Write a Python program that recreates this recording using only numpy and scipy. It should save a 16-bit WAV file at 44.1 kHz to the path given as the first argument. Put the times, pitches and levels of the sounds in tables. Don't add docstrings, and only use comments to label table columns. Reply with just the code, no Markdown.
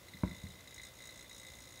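import sys
import numpy as np
from scipy import signal
from scipy.fft import rfft, irfft, next_fast_len
from scipy.io import wavfile

SR = 44100
rng = np.random.default_rng(int(sys.argv[2]) if len(sys.argv) > 2 else 0)


def digitize_waveform(pressure):
    field = np.atleast_2d(pressure).T
    bounded = np.clip(field, -1, 1)
    quanta = np.round(bounded * 32767).astype(np.int16)
    wavfile.write(sys.argv[1], SR, quanta)


N = 79380

# f/Hz, relative density/dB
RUMBLE_SPECTRUM = [(25, -4), (45, 6.5), (75, 0), (110, -5), (145, -6.5), (190, -8), (350, -9.5),
                   (430, -13.5), (540, -7.5), (760, -16), (1000, -14), (1600, -20), (2300, -43)]
# f/Hz, relative density/dB
HISS_SPECTRUM = [(800, -25), (1600, -1), (3000, -1.5), (5000, -3), (9000, -7), (12000, -6.5), (15700, -8)]
# f/Hz, level/dB
STEADY_TONES = [(119.5, -69.5), (3548, -72)]
# f/Hz, gain/dB, t60/s
SURFACE_MODES = [(95.9, -8, 0.12), (145, -7, 0.05), (186.2, -.5, 0.06), (247.5, -5.5, .055),
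                 (307, -12.5, .06), (497, -16, 0.04), (595, -10, 0.024), (970, -3.5, 0.011),
                 (1340, -12, 0.0093), (2140, -14.5, 0.011)]
# t/s, level/dB, contact time/s
BUMP_HITS = [(0.145, -41.5, 0.0017), (0.2349, -20, 0.00039), (.252, -28, 0.0022), (.286, -37.5, 0.0031),
             (.314, -40, 0.0019), (0.436, -30.5, 0.005), (0.461, -37.5, 0.0048), (.488, -36, .007),
             (0.541, -49.5, 0.002)]
# t/s, f/Hz
WINGBEAT_RATE = [(0, 56.79), (.18, 58.76), (.24, 55.25), (.42, 57.85), (.69, 58.93), (.75, 53.89),
                 (.83, 57.97), (.95, 58.84), (1.38, 58.08), (1.8, 59.11)]
# t/s, soft pat level/dB, sharp wing-tip tick level/dB
CONTACT_LEVELS = [(0, -60.5, -68), (.22, -55, -60.5), (.29, -48.5, -59), (.37, -50.5, -58.5),
                  (.41, -55.5, -60.5), (.51, -52, -57.5), (.65, -61.5, -70), (.76, -55, -57.5),
                  (.85, -48.5, -50.5), (.91, -62, -65.5), (.98, -53.5, -57), (1.08, -46.5, -55),
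                  (1.14, -53.5, -57), (1.22, -51.5, -55.5), (1.26, -54.5, -70), (1.3, -51.5, -51.5),
                  (1.38, -53, -53.5), (1.45, -50.5, -55.5), (1.54, -53.5, -55), (1.63, -54.5, -54.5),
                  (1.67, -52, -57), (1.8, -51, -55.5)]
# t/s, pat offset/dB, tick offset/dB
STROKE_ACCENTS = [(.084, 13, 6), (.136, 13.5, -2.5), (.17, 9, 2), (.276, 6.5, -0.5), (.311, 4.5, -2),
                  (.469, 11, -1), (.606, 8.5, 7.5), (.64, 4, 12), (.674, 13, 13), (.708, 6.5, 7.5),
                  (.726, 6.5, 0), (.743, 2, 9.5), (.78, 9, 2), (.798, 10, -12), (.832, 3.5, 0),
                  (.867, 3, 2), (1.056, -4, 5), (1.073, -3.5, 5), (1.09, 4, 0), (1.209, 4, 1),
                  (1.312, 8, -5), (1.347, 0.5, 2), (1.381, -2, 3), (1.536, 6, -0.5)]
# f/Hz, gain/dB, t60/s, rise/s, pat share of the drive (0 all tick, 1 all pat)
GLASS_MODES = [(2034.6, -1.5, 0.045, 0.00062, 1), (1992, -12, 0.026, 0.0005, 1),
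               (3560, -8.5, 0.066, 0.0024, 0.78), (3702, -4.5, 0.039, 0.0028, 0.06),
               (3828, 5.5, 0.04, 0.0037, .55), (3921, 1.5, .026, 0.0032, 0.74),
               (4067, 3, 0.03, 0.0034, 0.76), (5160, -6, 0.052, 0.00028, 0),
               (5695, -10.5, 0.057, 0.00042, 0.07), (6220, -5, 0.032, .0005, 0.06),
               (6640, -0.5, 0.044, .0005, 0), (6940, -2.5, .037, 0.0007, 0), (8080, -2.5, 0.032, .0004, 0),
               (8800, -10, 0.027, 0.00037, 0), (9200, -6.5, 0.025, .0004, 0.1),
               (9370, -14, 0.034, .0004, 0.1), (9900, -14, 0.038, .0004, 0.2),
               (10880, -15.5, 0.036, 0.00045, 0.1)]
# f/Hz, relative density/dB
SCUFF_SPECTRUM = [(500, -18), (2500, 1.5), (4700, -18), (7000, 1), (9500, 3), (12000, -8.5), (15000, -2)]


def amp(db):
    return 10 ** (np.asarray(db) / 20)


def filtered(x, response):
    m = next_fast_len(N + 8192)
    return irfft(rfft(x, m) * response(np.fft.rfftfreq(m, 1 / SR)), m)[:N]


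def noise(spectrum):
    f, db = np.transpose(spectrum)
    x = filtered(rng.standard_normal(N), lambda hz: amp(np.interp(np.log(hz + 1), np.log(f + 1), db)))
    return x / x.std()


def add(track, s, sound):
    part = track[max(0, round(s * SR)):][:len(sound)]
    part += sound[:len(part)]


def background(rumble_db=-58, hiss_db=-62):
    t = np.arange(N) / SR
    tones = sum(amp(db) * np.sin(2 * np.pi * (hz * t + rng.random())) for hz, db in STEADY_TONES)
    return amp(rumble_db) * noise(RUMBLE_SPECTRUM) + amp(hiss_db) * noise(HISS_SPECTRUM) + tones


def room(x, t60_s=0.36):
    t = np.arange(SR // 3) / SR
    tail = rng.standard_normal(len(t)) * np.exp(-np.log(1000) * t / t60_s)
    return signal.fftconvolve(x, tail / np.linalg.norm(tail))[:N]


def bumps(rise_cycles=0.18):
    out, t = np.zeros(N), np.arange(SR // 4) / SR
    hz, db, t60_s = np.transpose(SURFACE_MODES)[:, :, None]
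    swell = 1 - np.exp(-t * hz / rise_cycles)
    decay = np.exp(-np.log(1000) * t / t60_s)
    thud = (amp(db) * swell * decay * np.sin(2 * np.pi * hz * t)).sum(axis=0)
    for start_s, level_db, contact_s in BUMP_HITS:
        push = np.sin(np.pi * np.minimum(t / contact_s, 1)) ** 2
        add(out, start_s, amp(level_db) * signal.fftconvolve(thud, push / push.sum()))
    return out


def wing_strokes(first_s=0.0136, jitter_s=0.0003, pat_scatter_db=2.55, tick_scatter_db=1.67):
    t = np.arange(N) / SR
    beats = np.cumsum(np.interp(t, *np.transpose(WINGBEAT_RATE))) / SR
    times_s = first_s + np.interp(np.arange(int(beats[-1])), beats, t)
    knots_s, pat_db, tick_db = np.transpose(CONTACT_LEVELS)
    trend_db = np.array([np.interp(times_s, knots_s, pat_db), np.interp(times_s, knots_s, tick_db)]).T
    levels_db = trend_db + rng.standard_normal(trend_db.shape) * [pat_scatter_db, tick_scatter_db]
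    for accent_s, *offsets_db in STROKE_ACCENTS:
        nearest = np.argmin(abs(times_s - accent_s))
        levels_db[nearest] = trend_db[nearest] + offsets_db
    return zip(times_s + jitter_s * rng.standard_normal(len(times_s)), *levels_db.T)


def wings_on_glass(mode_scatter_db=2.5, scuff_re_tick_db=-4.5, scuff_t60_s=0.029):
    ring, scuff_envelope = np.zeros(N), np.zeros(N)
    t = np.arange(SR // 10) / SR
    hz, db, t60_s, rise_s, pat_share = np.transpose(GLASS_MODES)[:, :, None]
    swell = 1 - np.exp(-(t / rise_s) ** 2)
    decay = np.exp(-np.log(1000) * t / t60_s)
    modes = amp(db) * swell * decay * np.sin(2 * np.pi * hz * t)
    scuff_decay = np.exp(-np.log(1000) * t / scuff_t60_s)
    for start_s, pat_db, tick_db in wing_strokes():
        drive_db = pat_share * pat_db + (1 - pat_share) * tick_db
        drive_db += mode_scatter_db * rng.standard_normal(hz.shape)
        add(ring, start_s, (amp(drive_db) * modes).sum(axis=0))
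        add(scuff_envelope, start_s, amp(tick_db + scuff_re_tick_db) * scuff_decay)
    return ring + scuff_envelope * noise(SCUFF_SPECTRUM)


def scene(flutter_send_db=-10, bump_send_db=-9):
    flutter, thuds = wings_on_glass(), bumps()
    reverb = room(amp(flutter_send_db) * flutter + amp(bump_send_db) * thuds)
    return (flutter + thuds + reverb + background())[None]


def record(dry, low_cut_hz=59.6, top_hz=15750):
    low_cut = signal.butter(4, low_cut_hz, "high", fs=SR, output="sos")
    thinned = signal.sosfilt(low_cut, dry[0])
    return filtered(thinned, lambda hz: hz < top_hz)[None]


dry = scene()
out = record(dry)
digitize_waveform(out)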